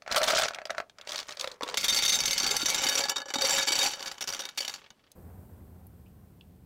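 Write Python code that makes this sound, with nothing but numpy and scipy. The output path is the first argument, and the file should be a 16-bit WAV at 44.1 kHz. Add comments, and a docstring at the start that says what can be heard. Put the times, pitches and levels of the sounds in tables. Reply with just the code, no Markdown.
"""Chocolate balls are shaken in a plastic tub, then clatter round a cake in a glass bowl, close to one microphone.
After the last balls settle, a thin stream of milk runs onto the cake with a soft low rumble.
Each collision is a short chatter of noise bursts that rings the tub or the glass; lesser balls rattle in between.
Soft plops, a faint rustle and lone ticks join in; milk and room tone are shaped noise and small clicks.
"""
import sys
import numpy as np
from scipy import signal
from scipy.fft import rfft, irfft
from scipy.io import wavfile
from scipy.ndimage import uniform_filter1d

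SR = 44100
rng = np.random.default_rng(int(sys.argv[2]) if len(sys.argv) > 2 else 0)


def inscribe(sig):
    """Save sig as 16-bit PCM at rate SR to the path in sys.argv[1].

    A 1-D sig is mono; a 2-D sig holds one channel per row.
    Samples are clipped to [-1, 1] before scaling.
    """
    pcm = np.round(np.clip(np.atleast_2d(sig).T, -1, 1) * 32767)
    wavfile.write(sys.argv[1], SR, pcm.astype(np.int16))


N = 293661

# the clearest landings in the bowl, before the layer levels: t/s, clack level/dB, chatter length/s, clink f/Hz
BOWL_HITS = [(1.772, -18.5, .008, 3500), (1.831, -32, 0.01, 3600), (1.8425, -17, 0.0091, 3500),
             (1.882, -13, 0.024, 3670), (1.893, -24, 0.015, 3530), (1.925, -26, 0.014, 4620),
             (1.946, -13.5, 0.0032, 3680), (1.962, -16.5, 0.018, 4640), (1.988, -21.5, 0.0027, 3660),
             (2.022, -22, 0.018, 3600), (2.05, -13.5, .016, 3650), (2.0795, -18, 0.014, 6140),
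             (2.094, -11.5, 0.011, 3900), (2.1205, -20, 0.015, 3670), (2.141, -17, 0.018, 3800),
             (2.188, -29, 0.0043, 5700), (2.2035, -19.5, 0.0041, 6150), (2.236, -30, .005, 6300),
             (2.256, -15, .004, 6000), (2.277, -25.5, 0.0073, 4420), (2.309, -18, .003, 3660),
             (2.331, -14, 0.0014, 4670), (2.379, -16.5, 0.005, 4400), (2.4, -26.5, 0.001, 6350),
             (2.431, -26.5, 0.015, 4640), (2.464, -23.5, 0.012, 4550), (2.51, -19, 0.0053, 4600),
             (2.548, -36.5, 0.0042, 4600), (2.566, -10.5, 0.0033, 6000), (2.658, -18.5, .007, 5830),
             (2.683, -22.5, 0.032, 6300), (2.701, -14.5, 0.0017, 4300), (2.745, -20, 0.0043, 4340),
             (2.782, -30, 0.013, 5660), (2.838, -22.5, 0.0073, 5800), (2.866, -25.5, 0.0052, 2660),
             (2.887, -16.5, 0.0093, 5600), (2.918, -42, 0.0024, 4500), (2.953, -21.5, 0.0082, 5700),
             (2.976, -23, 0.017, 5400), (3.006, -29, 0.0068, 4230), (3.037, -29.5, 0.0026, 4370),
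             (3.054, -33.5, .001, 3630), (3.084, -33.5, 0.0091, 4840), (3.095, -16, 0.0044, 5800),
             (3.117, -38, 0.0022, 4500), (3.159, -33.5, .003, 3600), (3.165, -33, .003, 4600),
             (3.181, -35, .001, 5560), (3.202, -40.5, 0.0022, 2900), (3.217, -41, .001, 4340),
             (3.257, -46, 0.0018, 5900), (3.284, -42.5, 0.0088, 4750), (3.303, -36.5, 0.0026, 3200),
             (3.338, -27.5, 0.0063, 4500), (3.356, -31.5, .006, 4330), (3.385, -33, 0.0018, 4100),
             (3.412, -33.5, 0.0056, 5900), (3.42, -18, 0.0042, 4350), (3.447, -21.5, 0.017, 4500),
             (3.494, -24.5, .004, 5650), (3.507, -16, .003, 5750), (3.539, -33.5, .003, 5660),
             (3.561, -35.5, 0.034, 3860), (3.582, -23, 0.011, 3700), (3.611, -35.5, 0.0082, 4630),
             (3.626, -28, 0.0081, 6060), (3.671, -25.5, 0.013, 4950), (3.684, -19, 0.0061, 4440),
             (3.705, -32.5, .002, 3400), (3.7195, -21, .013, 4830), (3.754, -29.5, 0.0034, 4560),
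             (3.789, -17, 0.0046, 4750), (3.801, -25.5, 0.028, 4740), (3.829, -22.5, 0.011, 6200),
             (3.863, -25.5, 0.0098, 4540), (3.935, -35, 0.0031, 4570), (3.994, -40, 0.0026, 3320),
             (4.005, -39.5, 0.0008, 4600), (4.026, -34, .001, 4600), (4.059, -31.5, 0.018, 4700),
             (4.079, -34, 0.0032, 4840), (4.114, -34.5, 0.0068, 4800), (4.181, -42.5, 0.00087, 4600),
             (4.208, -26.5, 0.019, 5600), (4.24, -35.5, 0.00073, 5500), (4.274, -28.5, 0.0082, 5650),
             (4.289, -29.5, 0.0037, 4900), (4.301, -32.5, 0.0038, 5600), (4.325, -32.5, .001, 4640),
             (4.335, -31, 0.0036, 5600), (4.347, -32, 0.0011, 3480), (4.366, -40.5, .002, 5800),
             (4.392, -29, 0.016, 5560), (4.419, -39, .001, 3680), (4.436, -43, .001, 5650),
             (4.453, -33, .002, 3260), (4.489, -37, .001, 4100), (4.575, -24.5, 0.015, 4400),
             (4.6045, -28.5, 0.0056, 4650), (4.62, -32.5, 0.015, 2950), (4.648, -32, 0.0031, 2950),
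             (4.679, -29, 0.0023, 4500), (4.695, -34, 0.0017, 4600), (4.739, -34.5, .002, 4530),
             (4.748, -43, 0.00065, 4500), (4.759, -43, .001, 4530), (4.904, -47, 0.00062, 2920)]
# colour of the bright fizz of a contact: f/Hz, relative level/dB per Hz
FIZZ = [(5000, -26.5), (8200, 2), (9600, 2), (11000, -0.5), (15500, -4.5), (17000, -17)]
# colour of the low thud under a knock: f/Hz, relative level/dB per Hz
THUD = [(15, -13), (30, 5), (80, -5), (150, 0.5), (230, -0.5), (400, -19.5), (900, -56)]
MEDIUM_DB = -30  # clack level of a medium blow


def tub(clack_db=0, body_db=6, fizz_db=-3, jostle_db=-1, boom_db=5, jostle_fizz_db=-17, jostle_thud_db=-24):
    """Balls knock each other and the plastic wall; harder blows chatter longer."""
    # the clearest knocks, before the layer levels: t/s, clack level/dB, hollow body level/dB re clack
    tub_hits = [(0.021, -54, 6), (.063, -61, 19), (0.077, -47.5, 12.5), (0.114, -31.5, -12),
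                (.123, -30, -6), (0.146, -34.5, 2), (0.161, -7, 3), (.174, -8.5, 2), (0.2164, -32.5, 6),
                (0.231, -19, -3), (.24, -20, -0.5), (0.28, -15.5, 3), (.286, -22.5, 1), (.303, -15.5, 4.5),
                (.335, -35, 17.5), (.372, -33, -4), (.381, -10.5, 3.5), (.396, -19, 4.5), (0.42, -24, 0),
                (.432, -41.5, 13), (.456, -37, 7.5), (.483, -33.5, 1.5), (.507, -50, 13.5),
                (.535, -47.5, 5), (0.546, -38.5, -3), (.559, -59, 18), (.586, -51, 17.5),
                (0.617, -55.5, 15), (.654, -39, -0.5), (.67, -54, 6), (.696, -59, 24), (.704, -36.5, 8),
                (.748, -57, 17.5), (.775, -64, 14), (.781, -40, 12), (0.801, -45.5, 15.5),
                (0.897, -54, 1.5), (.985, -51, 4), (1.012, -46.5, -4), (1.073, -42, 5), (1.092, -38.5, -4),
                (1.119, -35, -12), (1.146, -44, 11.5), (1.158, -33.5, -4), (1.179, -35.5, -4),
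                (1.189, -36, 1), (1.201, -37.5, -9), (1.229, -46.5, 2.5), (1.291, -43.5, 8),
                (1.307, -44, 1), (1.323, -41.5, -23), (1.371, -43.5, 1), (1.396, -36, -13),
                (1.41, -31.5, -18), (1.443, -37, 5), (1.474, -37, -1), (1.515, -43, -12),
                (1.609, -51, 13.5), (1.622, -46, 6.5), (1.632, -33, -3), (1.677, -41, -9),
                (1.688, -39, 4.5), (1.698, -40, 1), (1.742, -33, 2.5)]
    # the mass of balls slides in surges: start t/s, end t/s, clack level/dB, body level/dB
    tub_surges = [(.12, .25, -42.5, -31), (.29, .43, -28, -24.5), (.5, .6, -68, -47.5),
                  (.71, .81, -62, -50.5), (1, 1.06, -73, -51), (1.1, 1.2, -44, -38.5),
                  (1.28, 1.33, -48.5, -42), (1.4, 1.44, -44.5, -41.5), (1.48, 1.54, -59, -51),
                  (1.665, 1.755, -51.5, -42.5)]
    # colours of the clack and of the hollow body: f/Hz, relative level/dB per Hz
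    tub_clack = [(900, -43.5), (1900, -11.5), (3000, 3), (4200, 1.5), (5800, 1), (7400, -5.5), (9000, -15),
                 (14000, -58)]
    tub_body = [(60, -26), (200, -27.5), (350, -12), (550, 3.5), (950, 1.5), (1500, 3), (2400, 4.5),
                (3500, -28), (6000, -57)]
    # a harder blow is brighter: fizz level/dB re clack for a medium blow, change/dB per dB of force
    tub_fizz_rule = (-13.5, 0.29)
    medium_chatter_s, chatter_db_per_db = 0.0028, 0.5
    middle_clink_hz, clink_octaves = 3880, 0.35

    jostle, boom = surges(tub_surges, rise_db_per_s=492.5, swell_db=-1.5, fall_db_per_s=331)
    pushes = boom * amp(boom_db) * rattle(tub_body, per_s=500, decay=0.00082, spread_db=2.5)
    out = jostle * amp(jostle_db) * rattle(tub_clack, per_s=640, decay=0.0032, spread_db=7.0)
    out += jostle * amp(jostle_fizz_db) * rattle(FIZZ, per_s=550, decay=0.0022, spread_db=6.0)
    thuds = boom * amp(jostle_thud_db) * rattle(THUD, per_s=270, decay=0.0088, spread_db=3)
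    # the balls differ in pitch
    clinks = middle_clink_hz * 2 ** (clink_octaves * rng.uniform(-0.57, 1, len(tub_hits)))
    for (s, db, body_rel), hz in zip(tub_hits, clinks):
        length = medium_chatter_s * amp(chatter_db_per_db * (db - MEDIUM_DB))
        clack, body, fizz, thud = collision(
            db, length, hz, body_rel, by_force(tub_fizz_rule, db), tub_clack, tub_body,
            decay=0.0025, fizz_decay=0.0078, body_decay=0.0025, clink_db=3, thud_db=-34.5)
        add(out, s, amp(clack_db) * clack + amp(fizz_db) * fizz)
        add(thuds, s, thud)
        add(pushes, s, amp(body_db) * body)
    return out + tub_wall(pushes, thuds)


def tub_wall(push, thuds, direct_db=-14):
    """The tub booms briefly after every knock, its pitch wavering as the balls shift."""
    # notes of the tub's air and wall: f/Hz before tipping and waver, width/Hz, level/dB before the boom level
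    tub_modes = [(644, 63, 3), (1320, 240, -8), (2276, 99, -30)]
    # tipping turns the mouth away, then the balls crowd it and lower its pitch: t/s, pitch factor, boom level/dB
    tipping = [(0, 1, 0.5), (.82, 1, 0), (1.05, 0.99, -10), (1.35, 0.93, -15), (1.43, 0.788, 3),
               (1.62, 0.73, 6), (1.76, 0.75, -3)]
    waver = 0.016  # rms share of the pitch

    s, *columns = np.transpose(tipping)
    pitch, boom_db = (np.interp(np.arange(N) / SR, s, c) for c in columns)
    wander = evened(uniform_filter1d(rng.standard_normal(N), size=1024))
    pitch = pitch * (1 + waver * wander)
    ringing = sum(amp(db) * glide(push, hz * pitch, width) for hz, width, db in tub_modes)
    return amp(boom_db) * (thuds + ringing) + amp(direct_db) * push


def bowl(clack_db=-5.0, body_db=-3.5, fizz_db=-2, jostle_db=-7, roll_db=-4,
         jostle_fizz_db=-17, jostle_thud_db=-23):
    """Balls clatter on glass and on each other; contacts feed the bowl's notes and shake the table."""
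    # the mass of balls slides into the bowl in surges: start t/s, end t/s, clack level/dB, body level/dB
    bowl_surges = [(1.8, 2.36, -34, -44.5), (2.39, 3, -31, -38.5), (3.27, 3.3, -54, -52.5),
                   (3.42, 3.59, -27, -35.5), (3.76, 3.86, -27, -37), (3.96, 4.1, -43.5, -46.5),
                   (4.28, 4.45, -44, -48.5), (4.59, 4.72, -45.5, -53.5)]
    # ring, table thud and hollowness of the landings rise and fall as the bowl fills:
    # t/s, ring level/dB, thud level/dB, body level/dB
    filling = [(1.76, -4, 6.5, -1.5), (2.3, -1, 4.5, -5.5), (2.75, -1, -0.5, -3.5), (3.2, 3.5, -5, 4),
               (3.85, 1, -4, -2), (4.3, -9.5, 3.5, -2), (4.6, -5, -17, -6), (4.92, -8, 14, -3.5)]
    # colours of the clack and of the hollow body: f/Hz, relative level/dB per Hz
    bowl_clack = [(900, -44), (1900, 2.5), (2700, 5), (3600, 6), (4600, 3), (5800, 7), (7400, 1.5),
                  (8300, -22), (13000, -48.5)]
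    bowl_body = [(60, -40), (170, -15), (280, 3.5), (550, 2), (950, 5), (1500, 9.5), (2000, -2),
                 (3500, -46.5)]
    # body and fizz of a blow: level/dB re clack for a medium blow, change/dB per dB of force
    body_rule = (-7.5, -0.27)
    fizz_rule = (-14.5, 0.3)

    jostle, roll = surges(bowl_surges, rise_db_per_s=455, swell_db=2.0, fall_db_per_s=166)
    ring_gain, thud_gain, body_gain = levels(filling)
    hits = jostle * amp(jostle_db) * rattle(bowl_clack, per_s=690, decay=0.00094, spread_db=3.5)
    hits += jostle * amp(jostle_fizz_db) * rattle(FIZZ, per_s=370, decay=0.0081, spread_db=6)
    hits += roll * amp(roll_db) * rattle(bowl_body, per_s=450, decay=0.0047, spread_db=3.0)
    table = jostle * amp(jostle_thud_db) * rattle(THUD, per_s=190, decay=0.0029, spread_db=5)
    for s, db, length, hz in BOWL_HITS:
        clack, body, fizz, thud = collision(
            db, length, hz, by_force(body_rule, db), by_force(fizz_rule, db), bowl_clack, bowl_body,
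            decay=0.0032, fizz_decay=0.0068, body_decay=0.0071, clink_db=3.0, thud_db=-24)
        body = amp(body_db) * body_gain[round(s * SR)] * body
        add(hits, s, amp(clack_db) * clack + body + amp(fizz_db) * fizz)
        add(table, s, thud)
    return hits + glass(hits * ring_gain) + table * thud_gain


def glass(push, vary_db=6):
    """The bowl rings; where each ball lands decides how strongly it wakes each note."""
    # notes of the glass: f/Hz, width/Hz unless the load widens it,
    # level/dB while the balls land at one side, level/dB once they roll all round
    glass_modes = [(548, 33.4, 5.5, 11), (814, 67, -13, 6.5), (1383, 32, 7.5, -13), (1705, 22, -5, 8.5),
                   (2132, 63, 13.5, -4), (2270, 15.3, 5, 13), (2984, 7.4, -31, 10.5),
                   (3190, 63, -4.5, -1.5), (3680, 120, 10, -4), (3718, 20, -10, 11.5), (4537, 72, 16, 6),
                   (4613, 65, -3, 9.5), (5140, 38, 9.5, -16), (5705, 130, 1.5, 4.5), (5510, 38, 11.5, -11),
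                   (6290, 18, 18.5, -11), (6780, 29, 5, 6.5), (7340, 30, 11, 8), (7840, 33, 7, 8.5)]
    # the balls spread round the bowl between these times: t/s
    spread_times = (1.6, 3.12)
    load_loss = 0.006  # the load of balls damps the glass: least width of a note as a share of its pitch

    t = np.arange(N) / SR
    spread = np.interp(t, spread_times, [0, 1])
    latest = np.searchsorted([row[0] for row in BOWL_HITS], t)  # which landing came last
    places = amp(vary_db * rng.uniform(-1.1, 1, (len(BOWL_HITS) + 1, len(glass_modes))))
    out = np.zeros(N)
    for place, (hz, width, side, around) in zip(places.T, glass_modes):
        strength = amp(side) * (1 - spread) + amp(around) * spread
        out += resonate(push * place[latest] * strength, hz, max(width, load_loss * hz))
    return out


def collision(db, length, hz, body_rel, fizz_rel, clack, body, decay, fizz_decay, body_decay,
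              clink_db, thud_db, clink_width=420):
    """One collision in parts: the clack of the shells with their clink, hollow body, bright fizz, thud."""
    shell = chatter(clack, length, decay)
    clink = resonate(shell, hz, clink_width)
    return (sized(shell + amp(clink_db) * clink, db),
            sized(chatter(body, length, body_decay), db + body_rel),
            sized(chatter(FIZZ, length, fizz_decay), db + fizz_rel),
            sized(chatter(THUD, length, decay=0.011, size=4096), db + body_rel + thud_db))


def chatter(colour, length, decay, contacts_per_s=900, rise=0.00035, size=2048):
    """A first contact and quick rebounds, each a fast-dying burst (length, decay and rise in s)."""
    t = np.arange(size) / SR
    contacts = (rng.random(size) < contacts_per_s / SR) * (t < length) * rng.uniform(.3, 1, size)
    contacts[0] = 1 + decay * contacts_per_s / 2
    power = signal.lfilter([1], [1, -np.exp(-2 / (decay * SR))], contacts)
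    return noise(colour, size) * np.sqrt(power) * (1 - np.exp(-t / rise))


def rattle(colour, per_s, decay, spread_db, count=16):
    """Many small contacts of unequal size at random times, each ball with its own click."""
    size = amp(spread_db * np.minimum(rng.exponential(1, N), 3)) * (rng.random(N) < per_s / SR)
    ball, out = rng.integers(0, count, N), np.zeros(N)
    clicks = [evened(chatter(colour, 0, decay)) for _ in range(count)]
    for at in np.flatnonzero(size):
        add(out, at / SR, size[at] * clicks[ball[at]])
    return evened(out)


def surges(rows, rise_db_per_s, swell_db, fall_db_per_s):
    """Gains of clack and body: each surge builds up, changes by swell_db while it lasts and dies away."""
    t, gains = np.arange(N) / SR, np.zeros((2, N))
    for start, end, *dbs in rows:
        shape = swell_db * np.interp(t, [start, end], [-.5, .5])
        shape -= rise_db_per_s * np.maximum(start - t, 0)
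        shape -= fall_db_per_s * np.maximum(t - end, 0)
        gains = np.maximum(gains, amp(dbs)[:, None] * amp(shape))
    return gains


def by_force(rule, db):
    """The level of one part of a collision, in dB re its clack, follows the force of the blow."""
    medium, slope = rule
    return medium + slope * (db - MEDIUM_DB)


def plops(decay=0.0046, size=4096):
    """Balls drop on something soft: a few low cycles that swell and die."""
    # soft landings: t/s, level/dB, f/Hz
    plop_hits = [(1.629, -39.5, 300), (2.435, -38, 338), (2.51, -33.5, 414), (2.631, -37, 307),
                 (2.818, -49, 300), (2.861, -39, 300), (3.36, -37, 275), (3.385, -45, 263),
                 (3.706, -41, 338)]
    out, t = np.zeros(N), np.arange(size) / SR
    for s, db, hz in plop_hits:
        swell = np.sqrt(t) * np.exp(-t / decay)
        add(out, s, sized(np.sin(2 * np.pi * hz * t) * swell, db))
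    return out


def milk():
    """The stream drums softly on the cake, with a faint patter and a thin hiss above."""
    # colours of the drumming, the patter and the hiss: f/Hz, relative level/dB per Hz
    rumble = [(20, -30), (45, -13), (85, 3), (130, -10.5), (180, -5.5), (280, -15.5), (450, -23.5),
              (900, -61)]
    splash = [(200, -12.5), (450, 2), (1000, -6.5), (1800, -16), (3500, -35.5), (8000, -42)]
    milk_hiss = [(2000, -21.5), (6500, -9.5), (8700, 0.5), (10200, -5), (11500, 3.5), (14800, 3.5),
                 (16500, -2)]
    drumming = stream(db=-48.5, fade_db_per_s=4) * noise(rumble, N)
    hiss = stream(db=-66.5, fade_db_per_s=5.5) * noise(milk_hiss, N)
    patter = stream(db=-59, fade_db_per_s=10) * rattle(splash, per_s=1200, decay=0.0089, spread_db=3.5)
    return drumming + hiss + patter


def stream(db, fade_db_per_s):
    """Gain of one milk layer: the stream lands quickly, then softens as the cake gets wet."""
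    start_s, rise_s = 5.15, 0.008
    t = np.maximum(np.arange(N) / SR - start_s, 0)
    return np.minimum(t / rise_s, 1) * amp(db - fade_db_per_s * t)


def rustle():
    """A faint dry rubbing, made of many small contacts, as the hand moves the tub."""
    # colour of the rubbing: f/Hz, relative level/dB per Hz
    rubbing = [(500, -5), (1500, 0.5), (3200, -1), (5200, -8), (8000, -28), (16000, -39)]
    # the emptied tub is drawn away: t/s, level/dB
    rustle_level = [(4.78, -59.5), (4.87, -54), (4.93, -82), (5.0, -68.5), (5.08, -69), (5.15, -93)]
    return levels(rustle_level)[0] * rattle(rubbing, per_s=580, decay=0.0053, spread_db=8.5)


def ticks(size=4096):
    """Lone ticks and bursting bubbles, each a dying band of noise."""
    # t/s, level/dB, middle f/Hz, reach to each side/octaves, decay/s
    lone_ticks = [(5.117, -54.5, 6430, 0.95, 0.0026), (5.868, -57, 13200, 0.28, 0.0029),
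                  (6.061, -67, 2740, 0.17, 0.012), (6.41, -55, 3040, 0.33, 0.0021)]
    out, t = np.zeros(N), np.arange(size) / SR
    for s, db, hz, octaves, decay in lone_ticks:
        near, far = 2 ** octaves, 8 ** octaves
        colour = [(hz / far, -40), (hz / near, -4), (hz, 0), (hz * near, -4), (hz * far, -40)]
        add(out, s, sized(noise(colour, size) * np.exp(-t / decay), db))
    return out


def still_room(level_db=-69.5):
    """The quiet background of the room is steady shaped noise."""
    # colour of the still room: f/Hz, relative level/dB per Hz
    floor = [(20, -10.5), (80, -1.5), (200, -2.5), (600, -5.5), (1500, -16), (4000, -21), (16000, -30)]
    return amp(level_db) * noise(floor, N)


def room(x, wet_db=-16, delay=0.0016):
    """A small furnished room adds a faint noise tail that dies at its own pace in each pitch range."""
    # f/Hz, time to fall by 60 dB/s
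    fade_times = [(150, 0.047), (550, 0.18), (1400, 0.1), (4000, 0.098), (10000, 0.02)]
    hz, t, z = signal.stft(rng.standard_normal(SR // 2), SR, nperseg=256)
    fade = amp(-60 * t / read(fade_times, hz)[:, None])
    tail = signal.istft(z * fade, SR, nperseg=256)[1]
    tail *= np.arange(len(tail)) / SR > delay
    return x + amp(wet_db) * signal.fftconvolve(x, tail / np.linalg.norm(tail))[:N]


def amp(db):
    """Decibels to gain."""
    return 10 ** (np.asarray(db) / 20)


def evened(x):
    """Scales to rms 1."""
    return x / np.sqrt(np.mean(x ** 2) + 1e-20)


def sized(x, db):
    """Scales a short sound to the energy of a hundredth of a second at this level."""
    return amp(db) * x * np.sqrt(SR / 10 ** 2 / (np.sum(x ** 2) + 1e-20))


def read(points, hz):
    """Reads a table on a log-frequency axis."""
    f, value = np.transpose(points)
    return np.interp(np.log(hz + 1), np.log(f + 1), value)


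def levels(rows):
    """Smoothed gain curves from rows of dB, silent outside their span."""
    s, *columns = np.transpose(rows)
    t = np.arange(N) / SR
    curves = [np.interp(t, s, c, left=-np.inf, right=-np.inf) for c in columns]
    return [uniform_filter1d(amp(curve), size=256) for curve in curves]


def add(mix, s, sound):
    """Adds a sound into the mix at a time in seconds."""
    part = mix[max(round(s * SR), 0):][:len(sound)]
    part += sound[:len(part)]


def noise(colour, size):
    """Noise of rms 1 with a given spectrum."""
    gain = amp(read(colour, np.fft.rfftfreq(size, 1 / SR)))
    return evened(irfft(rfft(rng.standard_normal(size)) * gain, size))


def resonate(x, hz, width):
    """One ringing note, with gain 1 at its centre."""
    return signal.lfilter(*signal.iirpeak(hz, hz / width, SR), x)


def glide(x, hz, width):
    """A ringing note whose pitch follows a curve, with gain 1 at its centre."""
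    turn = np.exp(2j * np.pi * np.cumsum(hz) / SR)
    r = np.exp(-np.pi * width / SR)
    # shift the note down to 0 Hz, smooth there, and shift it back up
    return 2 * (turn * signal.lfilter([1 - r], [1, -r], x / turn)).real


def scene():
    """All sources reach one microphone, heard alike in both ears."""
    close = tub() + bowl() + plops() + rustle() + ticks()
    mono = room(close) + milk() + still_room()
    return np.array([mono, mono])


def record(dry, threshold_db=-23, squeeze=0.88, release_db_per_s=500):
    """A fast compressor flattens the loudest clatter; then a low-pass removes the very top."""
    edge_hz = 15900
    power_db = 10 * np.log10(abs(uniform_filter1d(dry[0] ** 2, size=64)) + 1e-12)
    fall = np.arange(N) * release_db_per_s / SR
    # hold each peak, letting it sink at the release rate
    held_db = np.maximum.accumulate(power_db + fall) - fall
    over_db = np.maximum(held_db - threshold_db, 0)
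    squeezed = dry / amp(np.clip(squeeze, 0, 1) * uniform_filter1d(over_db, size=24))
    low_pass = signal.firwin(301, edge_hz, window=("kaiser", 9), fs=SR)
    return signal.oaconvolve(squeezed, low_pass[None], "same")


dry = scene()
out = record(dry)
inscribe(out)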